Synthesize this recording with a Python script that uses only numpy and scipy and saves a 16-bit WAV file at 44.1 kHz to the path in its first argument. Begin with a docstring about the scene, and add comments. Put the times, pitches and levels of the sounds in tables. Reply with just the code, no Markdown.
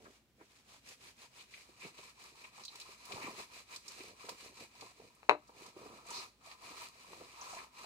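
"""A steel kitchen sink, close up, where wet clothes are being rubbed by hand.
Each stroke drags soapy fibres past each other, pushes water through the weave and shifts the heavy
bundle. Suds squelch, water squirts from squeezed folds and wet cloth flops on the basin. Once, the hand
knocks something hard against the sink, where it bounces. An appliance hums in the quiet room."""
import sys
import numpy as np
from scipy import signal
from scipy.fft import rfft, irfft, next_fast_len
from scipy.io import wavfile

SR = 44100
rng = np.random.default_rng(int(sys.argv[2]) if len(sys.argv) > 2 else 0)


def wav_record(signal):
    """Record a signal, one row per channel, as 16-bit PCM in the file named by sys.argv[1]."""
    frames = np.transpose(np.atleast_2d(signal))
    bounded = np.clip(frames, -1, 1)
    # unit amplitude maps onto the largest positive 16-bit level
    quanta = np.round(bounded * 32767).astype(np.int16)
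    wavfile.write(sys.argv[1], SR, quanta)


N = 346185
TIME = np.arange(N) / SR
TAPS = 2048
FREQS = np.maximum(np.arange(TAPS // 2 + 1) * SR / TAPS, 1)

# the hand draws over the cloth: at_speed_s, hold_s, rub_db, water_db
HAND_STROKES = [(-0.024, 0.18, -70, -79), (0.43, 0.017, -70.5, -85), (0.52, 0.079, -68, -80.5),
                (0.719, 0.037, -61.5, -69), (0.902, 0.005, -53.5, -67.5), (1.049, 0.035, -57.5, -71),
                (1.226, 0.0097, -57, -65.5), (1.379, 0.035, -59, -68), (1.539, 0.072, -59.5, -80),
                (1.662, 0.089, -67.5, -73.5), (1.838, 0.03, -54.5, -61), (1.989, 0.094, -58.5, -67.5),
                (2.216, 0.064, -58, -67.5), (2.384, 0.073, -60.0, -68), (2.583, 0.032, -57.0, -61.5),
                (2.743, 0.07, -58.5, -66), (2.881, 0.049, -58, -65), (3.006, 0.033, -60.5, -72),
                (3.117, 0.18, -53.5, -55), (3.389, 0.029, -50.5, -58), (3.555, 0.034, -54, -63),
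                (3.743, 0.0044, -52, -58.5), (3.9, 0.18, -56, -66.5), (4.223, 0.085, -57, -61.5),
                (4.422, 0.046, -54.5, -69), (4.588, 0.045, -55, -65), (4.772, 0.12, -61, -66),
                (4.994, 0.079, -65.5, -75.0), (5.137, 0.15, -72.5, -77.5), (5.415, 0.16, -73.5, -72),
                (5.611, 0.065, -58, -63.5), (5.8, 0.2, -63, -62.5), (6.121, 0.096, -51.0, -53),
                (6.482, 0.038, -58.5, -59.0), (6.655, 0.066, -55, -58), (6.791, 0.055, -51.5, -57),
                (6.997, 0.46, -61, -66.5), (7.431, 0.18, -56, -54.5), (7.804, 0.084, -54.5, -56.5)]
# the bundle is turned or pushed along the basin: at_speed_s, hold_s, level_db
BUNDLE_HEAVES = [(0.012, 0.062, -63.5), (0.402, 0.0042, -64.5), (1.848, 0.0058, -57.5), (1.99, 0.005, -67),
                 (3.119, 0.2, -58), (3.392, 0.0035, -55.5), (4.0, 0.13, -65), (4.253, 0.065, -60),
                 (4.444, 0.056, -65), (4.61, 0.004, -59.5), (4.825, 0.005, -59), (5.003, 0.054, -63.0),
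                 (5.555, 0.12, -64.5), (5.779, 0.16, -59.5), (6.049, 0.21, -69.5), (6.665, 0.03, -62.5),
                 (7.108, 0.13, -61.5)]
# suds snap in a fold: start_s, level_db, pitch_hz, width_octaves
SUDS_SQUELCHES = [(0.887, -42.5, 5500, 2), (1.538, -42, 2470, 1.5), (1.576, -43, 2380, 1.3),
                  (1.981, -45, 2900, 1), (2.636, -38.5, 4800, 1.1), (2.65, -36, 5030, 1.4),
                  (2.654, -41, 4130, 0.6), (2.68, -35.5, 3900, .6), (2.755, -41.5, 4200, 2.3),
                  (2.799, -39.5, 4160, 2.1), (2.814, -39, 4150, 0.9), (3.053, -42.5, 4530, 3.1),
                  (3.12, -33, 3160, 1.9), (3.76, -33, 4840, 1.64), (3.88, -36, 5640, 1.25),
                  (4.005, -42, 2400, 1.7), (4.291, -32.5, 4150, 2.4), (4.809, -38.5, 3900, 1.9),
                  (5.149, -59.5, 9020, 1), (5.477, -56, 5540, 1.4), (5.662, -44.5, 4500, 1.8),
                  (6.066, -45.5, 7200, 1.1), (6.104, -36, 6500, 1.1), (6.46, -46, 4500, 2.6),
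                  (6.513, -41.5, 2610, 1.7), (6.818, -44, 3000, 6.6), (7.411, -40.5, 6060, 0.4)]
# soapy water leaves a squeezed fold: start_s, level_db, pitch_hz, length_s
WATER_SQUIRTS = [(0.046, -47.5, 1460, 0.034), (0.375, -56, 1640, 0.077), (1.368, -46, 3200, 0.07),
                 (1.79, -40.5, 2430, 0.097), (2.434, -42, 2560, 0.029), (3.192, -37.5, 2210, 0.11),
                 (3.711, -43, 2380, 0.056), (6.102, -33.5, 4560, 0.14), (6.796, -50, 2180, 0.095),
                 (7.436, -44.5, 6400, 0.18), (7.559, -42.5, 1980, 0.065)]
# wet folds land on the basin: start_s, level_db, pitch_hz
FOLD_FLOPS = [(0.056, -58, 444), (0.411, -48.5, 364), (1.689, -51.5, 239), (1.849, -44, 220),
              (1.986, -45, 482), (2.318, -57.5, 290), (2.447, -46, 990), (2.888, -50.5, 370),
              (3.136, -45, 120), (3.157, -48, 238), (3.24, -42.5, 210), (3.272, -36, 700),
              (3.28, -40.5, 230), (3.396, -39, 726), (4.003, -45.5, 320), (4.244, -46, 440),
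              (4.287, -35.5, 700), (4.316, -48, 390), (4.82, -43.5, 540), (5.491, -45, 600),
              (5.618, -46, 378), (5.764, -40.5, 380), (5.785, -60, 360), (5.862, -43, 500),
              (6.708, -46, 330), (7.13, -43.5, 700), (7.209, -41.5, 447)]
# a hard thing hits the sink and bounces: start_s, level_db, cutoff_hz
KNOCK_CONTACTS = [(5.2308, -38, 5000), (5.2903, -26, 1500), (5.2948, -1, 7000), (5.3033, -19, 1300),
                  (5.3113, -9, 2100), (5.3510, -22, 800)]
# pitches heard in the knock, from the ringing sink and the quick bounce: pitch_hz, level_db, base_t60_s
KNOCK_RING = [(135, -22, .26), (205, -24, .22), (302, -5, .2), (358, -7, .19), (466, 2, .17), (608, 4, .19),
              (728, -6, .14), (845, -6, .13), (965, 4, .15), (1086, -5, .12), (1204, -3, .12),
              (1766, -11, .11), (2540, -8, .11), (4010, -12, .07)]
# peaks and dips of the hollow basin: centre_hz, width_hz, gain_db
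BASIN_EQ = [(387, 390, 4), (625, 50, -3), (992, 226, 9), (1255, 450, 6.5), (1460, 320, -5.5),
            (2410, 480, 7.5), (3270, 520, -4.5), (4090, 420, 6.5), (4660, 460, 4), (8170, 730, 3.5)]
# the cloth muffles the steel at first, then is lifted clear: time_s, basin_share
BASIN_OPENING = [(0, .2), (.9, .35), (1.5, .7), (1.9, 1)]
# the tone of each layer: frequency_hz, level_db
FIBRE_TONE = [(400, -24.5), (1000, -9), (1700, -2), (2600, 0.5), (4200, -2.5), (6500, -4.5), (8500, -8.5),
              (11000, -12.5), (15500, -24.5)]  # bright rasp
SUDS_TONE = [(1000, -22.5), (2500, -10), (4500, 0), (8000, -6), (12000, -11), (15500, -18.5)]  # crisp top
WATER_TONE = [(350, -23), (650, -0.5), (900, 1), (1300, 4), (2000, -18), (3000, -24), (6000, -30)]  # hollow mids
BUNDLE_TONE = [(30, -30.5), (70, -11), (115, -2.5), (180, -2), (280, -1), (480, 3), (700, -1), (1100, -20),
               (2500, -35)]  # low rumble
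CRACK_TONE = [(30, -74), (80, -37), (200, -31), (400, -9.5), (600, -7.5), (1000, -4), (1400, -11.5),
              (1900, -16), (2600, -8.5), (3300, -36), (4000, -15.5), (4700, -35), (7800, -38),
              (10000, -42.5), (15500, -57)]  # hard clack
AIR_TONE = [(20, -38), (32, -28), (50, -10), (80, -10), (130, -5), (170, -13.5), (215, -6.5), (340, -13.5),
            (700, -19), (1200, -24.5), (2400, -22.5), (4750, -27), (11800, -34), (15500, -32.5)]  # dark room air
# how alike left and right are: frequency_hz, likeness (clipped to 0-1)
STEREO_LIKENESS = [(60, 0.63), (400, 1), (1000, 0.65), (2000, 0), (3000, -0.4), (8000, 0.44), (15000, -2.2)]
# where the washing leans: frequency_hz, left_minus_right_db
STEREO_BALANCE = [(100, -4), (400, -1.5), (700, -1.5), (1200, 2.5), (2400, 1.5), (4400, -1.4), (15000, -2)]


def hand_strokes():
    """Each stroke rubs the fibres, squeezes water through the cloth and tugs the bundle along."""
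    at_speed_s, hold_s, rub_db, water_db = np.transpose(HAND_STROKES)
    rub = effort(zip(at_speed_s, hold_s, rub_db))
    squeeze = effort(zip(at_speed_s, hold_s, water_db))
    return soapy_fibres() * rub + water_in_weave() * squeeze + shifting_bundle(rub)


def soapy_fibres():
    """Fibres rasp past each other while the foam on them pops and crackles."""
    rasp = slips(FIBRE_TONE, per_s=11000, spread_db=1.5, catch_hz=81, catch_db=1.5)
    foam = bubbles(low_hz=1900, high_hz=10500, per_s=210, cycles=20, spread_db=4, glide=0.1)
    crackle = slips(SUDS_TONE, per_s=290, spread_db=6)
    return rasp + undb(-10.5) * foam + undb(-12.5) * crackle


def water_in_weave():
    """Water pushed through the cloth sloshes and gurgles."""
    slosh = slips(WATER_TONE, per_s=3300, spread_db=2, catch_hz=100, catch_db=2)
    gurgle = bubbles(low_hz=630, high_hz=1332, per_s=80, cycles=34, spread_db=18, glide=0.095)
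    return slosh + undb(-3) * gurgle


def shifting_bundle(rub):
    """The heavy wet bundle rumbles when it is heaved or dragged by a stroke."""
    heave = effort(BUNDLE_HEAVES, rise_s=0.016, fall_s=0.032)
    drag = undb(-13.5) * rub
    return slips(BUNDLE_TONE, per_s=830, spread_db=2.5) * np.hypot(heave, drag)


def effort(gestures, rise_s=0.049, fall_s=0.033):
    """Envelope of hand movements: each gathers speed, bears down most midway and runs out."""
    power = np.zeros(N)
    bear_down_db_per_s = 32.5
    for at_speed_s, hold_s, level_db in gestures:
        near = slice(max(int((at_speed_s - 0.5) * SR), 0), int((at_speed_s + hold_s + 0.5) * SR))
        since, until = TIME[near] - at_speed_s, at_speed_s + hold_s - TIME[near]
        ease_s = 0.075 * hold_s  # long movements start and stop more slowly
        fade = np.maximum(-since, 0) / (rise_s + ease_s) + np.maximum(-until, 0) / (fall_s + ease_s)
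        pressure_db = bear_down_db_per_s * np.clip(np.minimum(since, until), 0, 0.06)
        power[near] += (undb(level_db + pressure_db) * np.exp(-fade ** 1.67)) ** 2
    return np.sqrt(power)


def slips(tone, per_s, spread_db, catch_hz=0, catch_db=0):
    """Tiny uneven slips and bursts in the basin; catch_db bunches them as the cloth grips and lets go."""
    fired = rng.random((2, N)) < per_s / SR
    sizes = rng.standard_normal((2, N)) * undb(spread_db * rng.standard_normal((2, N)))
    clicks = stereo(fired * sizes) * undb(catch_db * wander(catch_hz))
    covered = colour(clicks, contour(tone))
    basin_share = np.clip(np.interp(TIME, *np.transpose(BASIN_OPENING)), 0, 1)
    return basin_share * unit(colour(covered, basin_db())) + (1 - basin_share) * unit(covered)


def bubbles(low_hz, high_hz, per_s, cycles, spread_db, glide):
    """Small air pockets ring briefly, rising in pitch as they reach the surface."""
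    out, t = np.zeros((2, N)), TIME[:SR // 25]
    for when, pitch, size, pan in rng.random((int(per_s * N / SR), 4)):
        hz = low_hz * (high_hz / low_hz) ** pitch
        life_s = cycles / hz
        age = t[:int(life_s * SR) + 2]
        ring = np.sin(2 * np.pi * hz * age * (1 + glide * age / life_s / 2)) * decay(age, life_s)
        sides = np.sqrt([[0.5 + pan], [1.5 - pan]])
        add(out, when * N / SR, undb(spread_db * size ** 2) * sides * ring)
    return unit(colour(out, basin_db()))


def splashes():
    """Wet accents: bright snaps of suds, swelling squirts and dull flops of folds on the basin."""
    out, t = np.zeros((2, N)), TIME[:SR // 4]
    snap = attack(t, 0.00058) * decay(t, 0.061)
    flop = attack(t, 0.0011) * decay(t, 0.049)
    for start_s, level_db, hz, octaves in SUDS_SQUELCHES:
        add(out, start_s, undb(level_db) * spurt(snap, hz, octaves, skirt_db=-37))
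    for start_s, level_db, hz, length_s in WATER_SQUIRTS:
        swell = np.sin(np.pi * np.minimum(t / length_s, 1)) ** 2
        add(out, start_s, undb(level_db) * spurt(swell, hz, octaves=0.94, skirt_db=-37))
    for start_s, level_db, hz in FOLD_FLOPS:
        add(out, start_s, undb(level_db) * spurt(flop, hz, octaves=2.27, skirt_db=-38.5))
    return out


def spurt(envelope, hz, octaves, skirt_db):
    """Water films burst together in a puff of noise around one pitch, peak 1."""
    fizz = stereo_noise(len(envelope)) * envelope
    band_db = skirt_db * (1 - np.exp(-(np.log2(FREQS / hz) / octaves) ** 2))
    sound = colour(fizz, band_db + basin_db())
    return sound / np.abs(sound).max()


def sink_knock():
    """Each contact on the cloth-damped sink cracks, rings and sets off a dense rattle in the counter."""
    out, t = np.zeros((2, N)), TIME[:SR // 2]
    # levels as [left, right]
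    crack_db, ring_db, rattle_db = [[-1.5], [-9.5]], [[-30.5], [-34.5]], [[-22.5], [-28.5]]
    cloth_damping = 0.8
    crack = colour(signal.unit_impulse(len(t)), contour(CRACK_TONE))
    crack /= np.abs(crack).max()
    ring = sum(undb(level_db) * np.cos(2 * np.pi * hz * t) * decay(t, base_t60_s * cloth_damping)
               for hz, level_db, base_t60_s in KNOCK_RING)
    ring *= attack(t, 0.0054)  # the ring blooms just after the crack
    for start_s, level_db, cutoff_hz in KNOCK_CONTACTS:
        rattle = unit(colour(stereo_noise(len(t)), contour(CRACK_TONE))) * decay(t, 0.13)
        blow = undb(crack_db) * crack + undb(ring_db) * ring + undb(rattle_db) * rattle
        softness_db = -10 * np.log10(1 + (FREQS / cutoff_hz) ** 4)  # a softer contact loses its treble
        add(out, start_s, undb(level_db) * colour(blow, softness_db))
    return from_right(out, delay_samples=7)


def basin_db():
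    """The basin's resonances and hollows as an EQ curve over FREQS."""
    return sum(db / (1 + (2 * (FREQS - hz) / width_hz) ** 2) ** 2 for hz, width_hz, db in BASIN_EQ)


def kitchen(sound, wet_db, t60_s):
    """Cupboards and walls add a short wash of reflections."""
    t = TIME[:SR // 2]
    tail = stereo_noise(len(t)) * decay(t, t60_s) * attack(t, 0.0037)
    tail /= np.sqrt(np.sum(tail ** 2) / 2)
    tail = colour(tail, contour([(300, -3), (2500, -0.5), (10000, 3.5)]))
    return sound + undb(wet_db) * signal.oaconvolve(sound, tail, axes=1)[:, :N]


def room_tone(air_db=-72.5, hum_hz=59.3, hum_db=-82.5):
    """A bed of faint steady air and the low, wavering hum of an appliance."""
    air = unit(colour(stereo_noise(N), contour(AIR_TONE)))
    hum = np.sqrt(2) * np.sin(2 * np.pi * hum_hz * TIME)
    return undb(air_db) * air + undb(hum_db + 1.2 * wander(5)) * hum


def stereo(pair):
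    """Blend two unrelated signals into left and right: alike in the bass, wide in the treble."""
    n = pair.shape[1]
    size = next_fast_len(n)
    bin_hz = np.arange(size // 2 + 1) * SR / size
    alike = np.interp(bin_hz, FREQS, np.clip(contour(STEREO_LIKENESS), 0, 1))
    weights = np.sqrt([(1 + alike) / 2, (1 - alike) / 2])
    mid, side = irfft(rfft(pair, size) * weights, size)[:, :n]
    return np.array([mid + side, mid - side])


def stereo_noise(samples):
    """White noise with the scene's stereo width."""
    return stereo(rng.standard_normal((2, samples)))


def from_right(pair, delay_samples):
    """Sound from the right reaches the left channel late."""
    late_left = np.pad(pair[0], (delay_samples, 0))[:pair.shape[1]]
    return np.array([late_left, pair[1]])


def colour(sound, curve_db):
    """Minimum-phase EQ with the given curve over FREQS."""
    cepstrum = irfft(np.log(undb(curve_db)))
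    cepstrum[1:TAPS // 2] *= 2
    cepstrum[TAPS // 2 + 1:] = 0
    response = irfft(np.exp(rfft(cepstrum)))
    return signal.oaconvolve(np.atleast_2d(sound), response[None], axes=1)[:, :np.shape(sound)[-1]]


def contour(points):
    """Join (frequency_hz, value) points on a log-frequency axis."""
    hz, value = np.transpose(points)
    return np.interp(np.log(FREQS), np.log(hz), value)


def attack(t, rise_s):
    """Fade in with time constant rise_s."""
    return 1 - np.exp(-t / rise_s)


def decay(t, t60_s):
    """Fade out by 60 dB every t60_s."""
    return np.exp(-np.log(1000) * t / np.maximum(t60_s, 1e-3))


def wander(rate_hz):
    """Smooth random drift with a spread near 1."""
    return np.interp(TIME * rate_hz, np.arange(4096), rng.standard_normal(4096))


def add(out, start_s, sound):
    """Mix a short sound in at start_s."""
    i = max(int(start_s * SR), 0)
    out[:, i:i + sound.shape[1]] += sound[:, :N - i]


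def undb(db):
    """Decibels to gain."""
    return 10 ** (np.asarray(db) / 20)


def unit(sound):
    """Scale to rms 1."""
    return sound / np.sqrt(np.mean(sound ** 2))


def scene():
    """The washing and one drier knock sit in the kitchen, over the room tone."""
    left, right = hand_strokes() + splashes()
    lean_db = contour(STEREO_BALANCE) / 2
    washing = np.vstack([colour(left, lean_db), colour(right, -lean_db)])
    washing = kitchen(from_right(washing, delay_samples=12), wet_db=-11, t60_s=0.35)
    knock = kitchen(sink_knock(), wet_db=-26, t60_s=0.25)
    return washing + knock + room_tone()


def record(dry):
    """A steep low-pass cuts the very top."""
    top_hz = 15750
    return signal.sosfilt(signal.ellip(10, 0.2, 70, top_hz, fs=SR, output="sos"), dry)


dry = scene()
out = record(dry)
wav_record(out)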